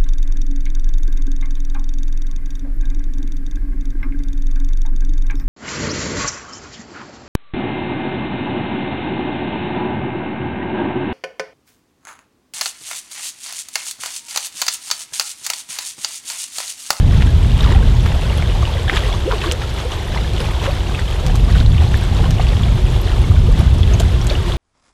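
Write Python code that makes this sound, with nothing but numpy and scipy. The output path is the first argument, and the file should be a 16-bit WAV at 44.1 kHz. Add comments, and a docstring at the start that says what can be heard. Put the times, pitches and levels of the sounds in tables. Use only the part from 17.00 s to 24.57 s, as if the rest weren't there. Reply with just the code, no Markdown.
"""Waves at a lake dock.

Small waves lap round the posts on a breezy day. They trap air pockets that gulp and shed
ringing bubbles, and flick off drops that tick on the surface. Gusts rumble on the microphone
and push its gain down. Ripples and trees hiss; a far floatplane taxis with a faint drone."""
import sys
import numpy as np
from scipy import signal
from scipy.fft import rfft, irfft, next_fast_len
from scipy.io import wavfile
from scipy.ndimage import uniform_filter1d

SR = 44100
rng = np.random.default_rng(int(sys.argv[2]) if len(sys.argv) > 2 else 0)


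def file_out(sig):
    """Save sig as 16-bit WAV at sys.argv[1]."""
    # one column per channel
    cols = np.atleast_2d(sig).T
    # limit, then scale
    lim = np.clip(cols, -1, 1)
    pcm = np.round(lim * 32767).astype(np.int16)
    wavfile.write(sys.argv[1], SR, pcm)


N = 333837
TIME_S = np.arange(N) / SR

# Waves at the posts: crest t/s, decay/s, splash level/dB, slosh level/dB
WAVES = [(0.17, 0.057, -29.5, -29.5), (0.63, 0.053, -31, -34), (0.71, .14, -29, -26),
         (1.08, 0.39, -35.5, -32.5), (1.25, 0.48, -36, -33), (1.36, 0.75, -37.5, -43),
         (1.63, 0.43, -38, -32), (1.97, 0.1, -25, -28), (2.32, 0.14, -35, -31.5), (2.45, 0.038, -25.5, -33),
         (2.63, 0.039, -34, -38), (2.8, 0.069, -32.5, -46), (2.94, .07, -34, -36),
         (3.15, 0.16, -36.5, -31.5), (3.41, 0.11, -30, -29), (3.67, 0.1, -30, -31), (3.98, 0.14, -34, -50),
         (4.26, 0.1, -43, -32), (4.54, 0.098, -28, -32), (4.84, 0.041, -33, -31), (4.96, 0.14, -31.5, -36),
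         (5.19, 0.13, -40, -30), (5.42, 0.39, -36.5, -32.5), (6.08, 0.12, -38, -50), (6.6, .04, -30, -34),
         (6.92, 0.042, -33, -32), (7.03, .1, -35, -37), (7.31, 0.27, -33, -39), (7.49, 0.045, -35, -47)]
# Nearest bubbles and drops: t/s, f/Hz, relative level/dB, decay to 1/e/cycles
NEAR_DROPS = [(0.2226, 2160, -2, 0.47), (0.6074, 3690, -12, 6.6), (0.6614, 1170, -19.5, 6.5),
              (1.0612, 1840, -3.5, 0.37), (1.375, 11000, -25, 11), (1.4243, 2180, -12.5, 2.7),
              (1.6533, 2900, -12.5, 2.9), (1.8788, 1720, -17, 6.4), (1.8969, 1860, 2, 1.4),
              (1.901, 1940, -16, 1.8), (1.936, 1880, -14, 1.7), (1.9684, 3310, -10, 2.2),
              (2.3128, 1410, -9, 2.1), (2.3189, 3400, -9.5, 1.7), (2.324, 1050, -9, 2.7),
              (2.514, 3040, -5.5, 2.2), (2.5141, 5550, -7, 1.3), (2.5216, 7300, -2, 0.92),
              (3.1743, 2140, -17, 6), (3.3651, 3300, -16, 2.9), (3.642, 2620, -6.5, 0.44),
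              (3.948, 2600, -16.5, 6), (3.9926, 1790, -12.5, 2.1), (4.2656, 5500, -3.5, .4),
              (4.357, 6630, -5.5, 0.43), (4.6025, 3570, -8, 2), (4.662, 3960, -14, 4.1),
              (4.781, 2910, -14, 3.5), (4.9427, 1650, -8.5, 1.9), (4.972, 13300, -32, 14),
              (5.3082, 5000, -4.5, 0.45), (5.3958, 708, -9, 2.2), (5.4689, 2680, -14, 2.5),
              (5.634, 3450, -18.5, 11), (6.015, 12200, -26, 11), (6.8319, 3420, -13.5, 5.5),
              (6.937, 6470, -20, 14), (6.9986, 7360, -17, 7), (7.002, 5800, 1.5, 0.25),
              (7.2143, 5700, -23.5, 12), (7.2698, 7300, -8, 1.6), (7.2974, 3640, -15.5, 8.8),
              (7.301, 4400, -14, 5.4), (7.3522, 2930, -17, 9.1), (7.5211, 3270, -14.5, 4.4)]
# Closing air pockets: t/s, length/s, start f/Hz, end f/Hz, relative level/dB
AIR_POCKETS = [(0.707, 0.058, 333, 443, -18), (0.746, 0.032, 734, 855, -16),
               (1.924, 0.037, 349, 405, -18.5), (1.994, 0.031, 523, 676, -26),
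               (2.253, 0.053, 287, 537, -14.5), (2.273, .035, 485, 580, -13),
               (2.329, 0.029, 457, 398, -14.5), (2.46, .05, 322, 396, -16), (2.515, .047, 447, 574, -22),
               (2.848, 0.023, 450, 526, -18), (3.402, 0.037, 490, 445, -21), (3.438, .021, 780, 920, -21),
               (3.674, 0.031, 516, 600, -12.5), (6.485, 0.02, 414, 555, -15), (6.942, 0.014, 604, 690, -19),
               (6.998, 0.027, 670, 694, -17.5), (7.309, 0.018, 520, 680, -15.5)]
# Wind on the microphone: t/s, level/dB
GUSTS = [(0.0, -6.5), (0.6, -11), (0.76, -5), (1.2, -15.0), (1.6, -13), (1.76, -17.5), (2.12, -15.2),
         (2.24, -18.5), (3.04, -22), (3.16, -17), (4.16, -17.5), (4.32, -11.5), (4.68, -5), (5.04, -15),
         (5.16, -11.5), (5.92, -11), (6.04, -15), (6.36, -6.5), (6.92, -9.5), (7.56, -17)]
# Spectra: f/Hz, relative level/dB
SLOSH_SPECTRUM = [(400, 2.5), (700, 0.6), (1200, -3.0)]
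SPLASH_SPECTRUM = [(400, -2.5), (900, -3), (1700, -1.5), (2500, -5.5), (3400, -0.5), (4700, -15.5),
                   (9000, -27.5), (14000, -31)]
SPRAY_SPECTRUM = [(2000, -15), (3500, 1.5), (4700, -1.5), (8000, -6.5), (12500, -15.5), (14000, -22),
                  (15000, -34)]
EDDY_SPECTRUM = [(11, -33), (18, -8.5), (43, 2), (74, 0), (110, -5), (280, -26), (320, -35), (420, -54),
                 (700, -120)]
FLUTTER_SPECTRUM = [(50, -11), (110, 6), (200, -12), (400, -15), (1500, -61)]
HISS_SPECTRUM = [(180, -13.5), (350, 3), (560, -0.5), (900, -3), (1400, -14.5), (2400, -12), (3400, -7.5),
                 (4700, -17.5), (8000, -24.5), (12500, -32.5), (14000, -35), (15000, -54)]

WAVE_RISE_S, RIPPLE_SPLASH_DB, RIPPLE_SLOSH_DB = 0.05, -37.5, -39
SPRAY_OFFSET_DB, SPRAY_DB_PER_DB = -21.5, 0.68   # spray grows more slowly than splash
DRONE_HZ, DRONE_WIDTH_HZ, DRONE_MID_DB, APPROACH_DB_PER_S = 358.5, 27.5, -38.5, 1.32
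AGC_THRESHOLD_DB, AGC_DB_PER_DB, AGC_WINDOW_S = -10, 0.5, 0.1


def lapping():
    """Water sloshes low, breaks into small bubbles and throws fine spray, in quick spurts."""
    splash_db, slosh_db = wave_levels_db()
    spray_db = SPRAY_OFFSET_DB + SPRAY_DB_PER_DB * splash_db
    slosh = swarm(SLOSH_SPECTRUM, 404.8, 1201, cycles=4.06, spread_db=4.5, count=2200)
    small_bubbles = swarm(SPLASH_SPECTRUM, 996, 4730, cycles=4.4, spread_db=5, count=6500)
    splash = from_db(-1) * small_bubbles + from_db(-2.5) * noise(SPLASH_SPECTRUM)
    fine_bubbles = swarm(SPRAY_SPECTRUM, 4290, 13100, cycles=7.4, spread_db=6.5, count=2600)
    spray = from_db(-3.5) * fine_bubbles + from_db(1) * noise(SPRAY_SPECTRUM)
    spurts = from_db(1.45 * drift(corner_hz=22.4))
    return spurts * (from_db(slosh_db) * slosh + from_db(splash_db) * splash + from_db(spray_db) * spray)


def wave_levels_db():
    """Splash and slosh levels: each wave builds and drains over constant ripples."""
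    splash_power, slosh_power = from_db(RIPPLE_SPLASH_DB) ** 2, from_db(RIPPLE_SLOSH_DB) ** 2
    for crest_s, decay_s, splash_db, slosh_db in WAVES:
        age_s = TIME_S - crest_s
        exponent = np.where(age_s < 0, (age_s / WAVE_RISE_S) ** 2, age_s / decay_s)
        swell = np.exp(-np.minimum(exponent, 20))
        splash_power += (from_db(splash_db) * swell) ** 2
        slosh_power += (from_db(slosh_db) * swell) ** 2
    return 10 * np.log10(splash_power), 10 * np.log10(slosh_power)


def swarm(spectrum, low_hz, high_hz, cycles, spread_db, count):
    """Random bubbles of uneven size and damping, weighted by a spectrum; rms 1."""
    out = np.zeros(N)
    for when, pitch, size, damping in rng.random((count, 4)):
        hz = low_hz * (high_hz / low_hz) ** pitch
        ring_cycles = cycles * 2 ** (3 * damping - 2)
        size_db = spread_db * min(-np.log(1 - size), 3)
        gain = from_db(size_db + spectrum_db(spectrum, hz)) * hz
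        add(out, when * N / SR, gain * bubble(hz, ring_cycles, rise=0.021))
    return rms_one(out)


def bubble(hz, cycles, rise):
    """A bubble pinches off within a cycle and rings down, its pitch rising as it nears the surface."""
    turns = np.arange(int(6 * cycles / hz * SR) + 2) * hz / SR
    age = turns / cycles
    pinch = 1 - np.exp(-(turns / min(0.3, cycles / 5)) ** 2)
    phase = 2 * np.pi * turns * (1 + rise * (age / 2 - 1))
    return pinch * np.exp(-age) * np.sin(phase)


def plinks():
    """Near bubbles and drops ring, each with a dock reflection, a spatter and four faint offspring."""
    rings, spatter_envelope = np.zeros(N), np.zeros(N)
    spatter_decay = np.exp(-TIME_S[:SR // 20] / 0.0041)
    for start_s, hz, level_db, cycles in NEAR_DROPS:
        ring = from_db(level_db) * bubble(hz, max(cycles, 0.3), rise=0.042)
        add(rings, start_s, ring)
        reflection_s = rng.uniform(0.0025, 0.0074)
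        add(rings, start_s + reflection_s, from_db(-7.5) * ring)
        add(spatter_envelope, start_s, from_db(level_db - 23) * spatter_decay)
        for delay, pitch, faintness in rng.random((4, 3)):
            offspring = bubble(hz * 2 ** (1.47 * pitch - 1), cycles=1.04, rise=0.02)
            offspring_db = -16 + 0.72 * level_db - 7 * faintness
            add(rings, start_s + 0.019 * delay, from_db(offspring_db) * offspring)
    return from_db(2) * rings + spatter_envelope * noise(SPLASH_SPECTRUM)


def gulps():
    """Large air pockets swell and fade; pitch slides with their changing shape."""
    out = np.zeros(N)
    for start_s, length_s, start_hz, end_hz, level_db in AIR_POCKETS:
        progress = np.linspace(0, 1, int(length_s * SR))
        phase = 2 * np.pi * np.cumsum(start_hz + (end_hz - start_hz) * progress) / SR
        envelope = np.sin(np.pi * progress ** 0.59)
        add(out, start_s, from_db(level_db) * envelope * np.sin(phase))
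    return out


def wind():
    """Large eddies buffet the microphone; small ones flutter higher. Both follow the gusts."""
    gust_db = np.interp(TIME_S, *np.transpose(GUSTS))
    eddies = signal.sosfilt(signal.butter(2, 22, "high", fs=SR, output="sos"), noise(EDDY_SPECTRUM))
    eddies /= np.sqrt(uniform_filter1d(eddies ** 2, int(0.13 * SR)))   # gusts alone set the level
    flutter = noise(FLUTTER_SPECTRUM)
    return from_db(gust_db) * eddies + from_db(-16 + 1.24 * gust_db) * flutter


def far_hiss():
    """Distant ripples and trees hiss steadily."""
    return from_db(-32) * noise(HISS_SPECTRUM)


def floatplane():
    """An idling floatplane draws nearer: a narrow, unsteady drone, slowly growing."""
    resonance = signal.iirpeak(DRONE_HZ, DRONE_HZ / DRONE_WIDTH_HZ, fs=SR)
    drone = rms_one(signal.lfilter(*resonance, rng.standard_normal(N)))
    approach_db = APPROACH_DB_PER_S * (TIME_S - TIME_S.mean())
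    return from_db(DRONE_MID_DB + approach_db) * drone


def gain_control(x):
    """Gain sinks while the running level is over the threshold."""
    power = uniform_filter1d(x ** 2, int(AGC_WINDOW_S * SR))
    over_db = np.maximum(10 * np.log10(np.abs(power) + 1e-12) - AGC_THRESHOLD_DB, 0)
    return x * from_db(-AGC_DB_PER_DB * over_db)


def noise(spectrum):
    """Steady coloured noise above 10 Hz; rms 1."""
    size = next_fast_len(N)
    hz = np.arange(size // 2 + 1) * SR / size
    bins = rfft(rng.standard_normal(size)) * from_db(spectrum_db(spectrum, hz)) * (hz > 10)
    return rms_one(irfft(bins, size)[:N])


def drift(corner_hz):
    """Slow random wander; rms about 1."""
    hop, settle = 40, 2000
    pole = np.exp(-2 * np.pi * corner_hz * hop / SR)
    white = rng.standard_normal(N // hop + settle + 2)
    slow = signal.lfilter([1], [1, -2 * pole, pole * pole], white)[settle:]
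    return np.interp(np.arange(N) / hop, np.arange(len(slow)), rms_one(slow))


def spectrum_db(spectrum, hz):
    """Level at hz, interpolated in log frequency."""
    knots_hz, knots_db = np.transpose(sorted(spectrum))
    return np.interp(np.log(hz + 1e-9), np.log(knots_hz), knots_db)


def from_db(db):
    """Decibels to gain."""
    return 10 ** (np.asarray(db) / 20)


def rms_one(x):
    """Scale to unit power."""
    return x / np.sqrt(np.mean(x ** 2) + 1e-20)


def add(out, start_s, sound):
    """Mix a short sound in at start_s."""
    start = max(0, int(start_s * SR))
    part = out[start:start + len(sound)]
    part += sound[:len(part)]


def scene():
    """Near water, wind and far sources; mono."""
    return (plinks() + from_db(-3) * gulps() + lapping() + wind() + far_hiss() + floatplane())[None]


def record(dry):
    """Gain control, soft clipping, roll-off at 14.3 kHz, steep cut at 15 kHz."""
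    held = gain_control(dry)
    rounded = held / (1 + held ** 8) ** (1 / 8)
    rolled_off = signal.sosfilt(signal.butter(6, 14300, fs=SR, output="sos"), rounded)
    return signal.sosfilt(signal.ellip(10, 0.1, 80, 15000, fs=SR, output="sos"), rolled_off)


dry = scene()
out = record(dry)
file_out(out)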